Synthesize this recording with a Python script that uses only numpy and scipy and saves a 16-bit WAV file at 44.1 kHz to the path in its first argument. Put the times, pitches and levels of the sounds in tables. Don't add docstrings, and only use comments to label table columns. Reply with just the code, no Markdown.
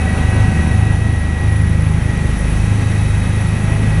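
import sys
import numpy as np
from scipy import signal
from scipy.fft import rfft, irfft
from scipy.io import wavfile

SR = 44100
rng = np.random.default_rng(int(sys.argv[2]) if len(sys.argv) > 2 else 0)


def transcribe(signal):
    frames = np.atleast_2d(signal).T
    limited = np.clip(frames, -1, 1)
    pcm = np.round(limited * 32767).astype(np.int16)
    wavfile.write(sys.argv[1], SR, pcm)


N = 176400
TIME = np.arange(N) / SR
BLADES, BLADE_PASS_HZ, FIRST_BLADE_S = 4, 25.94, .021

# t/s, level/dB
ROTOR_2_LEVEL = [(0, -27), (.42, -20.5), (.63, -40), (.85, -18), (1, -25.5), (1.5, -27.5), (2.1, -22.5),
                 (2.35, -19), (2.65, -16), (2.88, -41), (3.05, -18.5), (3.6, -29), (4, -17)]
ROTOR_3_LEVEL = [(0, -17), (.3, -16), (.43, -21.5), (.55, -14.5), (.95, -17.5), (1.351, -18.5),
                 (1.65, -15.5), (2.45, -24), (2.6, -23.5), (3.1, -19.5), (3.6, -23), (4, -27.5)]
ROTOR_4_LEVEL = [(0, -27), (.2, -28), (.3, -18), (.42, -11), (.53, -19), (0.628, -44), (.75, -14),
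                 (.88, -14), (1.2, -20), (1.34, -41), (1.46, -15), (1.6, -15.5), (2.25, -22.5), (2.42, -24),
                 (2.68, -14.5), (3.6, -18), (4, -13.5)]
ROTOR_6_LEVEL = [(0, -27.5), (1, -25), (1.1, -40), (1.35, -32.5), (1.5, -23.5), (1.97, -19), (2.05, -40),
                 (2.23, -24.5), (2.33, -37.5), (2.44, -24.5), (2.6, -23), (2.73, -29.5), (3.03, -22.5),
                 (3.27, -28), (3.47, -24), (3.7, -21), (3.8, -27), (4, -18.5)]
# multiple of the blade rate, level/dB, random swing/dB
WEAK_ROTOR_TONES = [(1, -28.5, 0), (5, -28.5, -0.5), (7, -32, 2), (8, -34.5, 1.5), (9, -36.5, 2.5),
                    (10, -43, 4.5), (11, -47.5, -1), (14, -47.5, 2.5), (16, -56, -3.5), (19, -47, 0.5)]

# t/s, f/Hz
MESH_PITCH = [(0, 1930), (.6, 1930), (1.4, 1917), (2.2, 1918), (2.8, 1925), (4, 1920)]
# t/s, level/dB
MESH_LEVEL = [(0, -30.5), (.035, -48), (.075, -28.5), (.19, -36.5), (.27, -28.5), (.345, -36), (.435, -29),
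              (.5, -35.5), (.58, -28), (.64, -34.5), (.68, -44), (.715, -28.5), (.76, -37), (.9, -30.5),
              (.98, -37.5), (1.08, -32.5), (1.2, -33), (1.53, -32), (1.95, -41.5), (2.1, -33),
              (2.35, -35.5), (2.7, -44.5), (3.2, -40.5), (3.6, -36.5), (4, -37.5)]
# t/s, level/dB
MESH_ROUGHNESS = [(0, -5), (.7, -5), (1.1, -11), (1.6, -12), (2.3, -8), (2.8, 0), (3.4, -2), (4, -5)]
# t/s, level/dB
OCTAVE_LEVEL = [(0, -52), (.4, -51.5), (1.2, -55), (1.8, -59), (2.4, -55), (3.2, -48.5), (4, -61)]
# f/Hz, then rows of t/s, level/dB
GEAR_TONES = [(661, [(0, -45), (.5, -45), (1.1, -44), (1.6, -55), (3.3, -50), (3.75, -40), (4, -48)]),
              (758, [(0, -36.5), (.9, -37.5), (1.4, -45), (2, -68), (4, -61)]), (1518, [(0, -41.5),
              (.75, -42.5), (1.05, -54), (4, -48)]), (1651, [(0, -43), (1.5, -47), (2.2, -49), (4, -44)]),
              (2273, [(0, -42), (.7, -53), (1.2, -57), (4, -55)]), (2569, [(0, -41.5), (.9, -42.5),
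              (1.1, -46.5), (1.35, -57), (2.15, -59), (2.5, -45.5), (4, -43)])]
# f/Hz, starting level/dB, final level/dB
WEAK_TONES = [(824, -49, -46), (948, -49, -51), (970, -51, -54), (1050, -51, -46), (1260, -51, -58),
              (1322, -50, -55), (1625, -52, -54), (2474, -55, -54), (3027, -59, -58)]

# t/s, f/Hz
WHISTLE_PITCH = [(0, 9885), (.7, 9925), (1.25, 9965), (1.55, 10025), (1.8, 10090), (2.35, 10150),
                 (3.5, 10160), (4, 10215)]
# t/s, level/dB
WHISTLE_LEVEL = [(0, -44.5), (.5, -45.5), (.72, -42), (.87, -46.5), (1.3, -51), (1.58, -41), (1.73, -50),
                 (1.9, -44.5), (2.15, -53), (2.42, -44.5), (2.6, -44), (2.8, -51), (3.25, -44), (4, -45)]
# f/Hz, relative level/dB
HISS_COLOUR = [(2500, -6.5), (4300, 1.5), (4650, 0), (4950, -4.5), (5500, 4.5), (5950, 3.5), (6600, 1),
               (7600, -0.5), (8600, 3), (9500, 4.5), (10250, 2.5), (10420, -1), (11700, -13)]
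# t/s, level/dB
HISS_LEVEL = [(0, -42), (.45, -40.5), (1.2, -44.5), (1.8, -44), (2.6, -40), (4, -42)]
# f/Hz, width/Hz, level/dB relative to the hiss
TURBINE_WHINES = [(3155, 50, -20), (3770, 70, -20), (5762, 20, -19), (5840, 60, -14.5), (6125, 90, -14.5),
                  (6575, 70, -21)]

# f/Hz, relative level/dB
RUMBLE_COLOUR = [(12, -24), (26, -25), (39, -7), (58, -3.5), (90, -0.5), (125, -2), (175, -1.5),
                 (225, -7.5), (290, -15), (420, -24), (800, -44)]
# t/s, level/dB
RUMBLE_LEVEL = [(0, -23), (.45, -17.5), (.9, -19), (1.3, -24.5), (1.9, -21.5), (2.3, -21.5), (2.8, -23.5),
                (3.3, -23.5), (4, -21)]
# f/Hz, relative level/dB
RUSH_COLOUR = [(150, -0.5), (330, 3), (440, -1.5), (540, -.5), (690, -5.5), (830, -1), (1020, -11.5),
               (1130, -6.5), (1280, -5), (1460, -8.5), (1750, -7), (2020, -3), (2170, -8), (2550, -7),
               (2830, -13), (3400, -15), (3800, -18.5), (4100, -21), (5000, -25.5)]
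# t/s, level/dB
RUSH_LEVEL = [(0, -27.5), (.25, -28.5), (.45, -29), (.7, -30), (1.1, -30.5), (2, -29.5), (2.6, -28.5),
              (3.1, -29), (3.6, -28), (4, -27.5)]
# f/Hz, relative level/dB
SWELL_COLOUR = [(230, 2.5), (400, 0), (570, 2), (700, -6), (960, 0), (1100, -5), (1350, -6.5), (1750, -11),
                (2300, -17.5), (2780, -4.5), (3100, -17.5)]
# t/s, level/dB
SWELL_LEVEL = [(0, -36), (.15, -31), (.3, -33), (.38, -25.5), (.47, -32.5), (.7, -33), (1.1, -41),
               (1.6, -48), (4, -58)]


def rotor():
    strong = (2, ROTOR_2_LEVEL), (3, ROTOR_3_LEVEL), (4, ROTOR_4_LEVEL), (6, ROTOR_6_LEVEL)
    gains = [(multiple, gain_curve(rows)) for multiple, rows in strong]
    gains += [(multiple, from_db(db + swing * drift(2.9))) for multiple, db, swing in WEAK_ROTOR_TONES]
    pulses = np.zeros(N)
    for multiple, gain in gains:
        angle = blade_angle() + .19 * drift(rate_hz=.7)
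        pulses -= gain * np.cos(multiple * angle)
    return np.sqrt(2) * pulses


def gearbox():
    jitter_hz, swing_db = 2, 2
    hz = curve(MESH_PITCH) + jitter_hz * drift(2.93)
    mesh = tone(hz) * from_db(.5 * drift(22))
    mesh += gain_curve(MESH_ROUGHNESS) * noise_band(hz, width_hz=85)
    octave = tone(2 * hz) + from_db(1) * noise_band(2 * hz, width_hz=110)
    levels = [(pitch_hz, curve(rows)) for pitch_hz, rows in GEAR_TONES]
    levels += [(pitch_hz, np.linspace(start_db, end_db, N)) for pitch_hz, start_db, end_db in WEAK_TONES]
    others = sum(from_db(db + swing_db * drift(12)) * tone(pitch_hz + jitter_hz * drift(5.6))
                 for pitch_hz, db in levels)
    others *= 1 + .22 * drift(14)
    return gain_curve(MESH_LEVEL) * mesh + gain_curve(OCTAVE_LEVEL) * octave + others


def turbine():
    hz = curve(WHISTLE_PITCH)
    whistle = gain_curve(WHISTLE_LEVEL) * noise_band(hz, width_hz=51)
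    breath = from_db(-49) * noise_band(hz, width_hz=280, order=4)
    whines = sum(from_db(db) * noise_band(np.full(N, pitch_hz), width_hz)
                 for pitch_hz, width_hz, db in TURBINE_WHINES)
    return whistle + breath + gain_curve(HISS_LEVEL) * (noise(HISS_COLOUR) + whines)


def buffeting():
    return gain_curve(RUMBLE_LEVEL) * throb(depth=.16) * noise(RUMBLE_COLOUR)


def air_rush():
    rush = gain_curve(RUSH_LEVEL) * noise(RUSH_COLOUR)
    swell = gain_curve(SWELL_LEVEL) * noise(SWELL_COLOUR)
    flicker = from_db(.5 * drift(8.3))
    sway = 1 + .012 * np.cos(blade_angle() / BLADES)
    return (rush + swell) * flicker * throb(depth=.038) * sway


def blade_angle():
    return 2 * np.pi * BLADE_PASS_HZ * (TIME - FIRST_BLADE_S)


def throb(depth):
    return 1 + depth * np.cos(blade_angle())


def from_db(db):
    return 10 ** (np.asarray(db) / 20)


def rms_one(x):
    return x / np.sqrt(np.mean(x ** 2) + 1e-20)


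def curve(rows):
    return np.interp(TIME, *np.transpose(rows))


def gain_curve(rows):
    return from_db(curve(rows))


def drift(rate_hz):
    step, warm_up = 40, 2000
    pole = np.exp(-2 * np.pi * rate_hz * step / SR)
    draws = rng.standard_normal(N // step + warm_up + 2)
    slow = signal.lfilter([1], [1, -2 * pole, pole * pole], draws)[warm_up:]
    return np.interp(np.arange(N) / step, np.arange(len(slow)), rms_one(slow - slow.mean()))


def tone(hz):
    return np.sqrt(2) * np.sin(2 * np.pi * (np.cumsum(hz) / SR + rng.random()))


def noise_band(hz, width_hz, order=2):
    lowpass = signal.butter(order, width_hz / 2, fs=SR, output="sos")
    slow_a, slow_b = signal.sosfilt(lowpass, rng.standard_normal((2, N)))
    angle = 2 * np.pi * np.cumsum(hz) / SR
    return rms_one(slow_a * np.cos(angle) + slow_b * np.sin(angle))


def noise(colour):
    hz, db = np.transpose(colour)
    f = np.maximum(np.arange(N // 2 + 1) * SR / N, 1)
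    edge_fade = np.minimum(f / hz[0], 1) ** 2 * np.minimum(hz[-1] / f, 1) ** 2
    shape = from_db(np.interp(np.log(f), np.log(hz), db))
    return rms_one(irfft(rfft(rng.standard_normal(N)) * edge_fade * shape, N))


def scene():
    return (rotor() + gearbox() + turbine() + buffeting() + air_rush())[None]


def record(dry):
    knee, headroom, cutoff_hz = .7, .2, 11700
    excess = np.maximum(np.abs(dry) - knee, 0)
    rounded = dry - np.sign(dry) * (excess - headroom * np.tanh(excess / headroom))
    return signal.sosfilt(signal.ellip(10, .1, 90, cutoff_hz, fs=SR, output="sos"), rounded)


dry = scene()
out = record(dry)
transcribe(out)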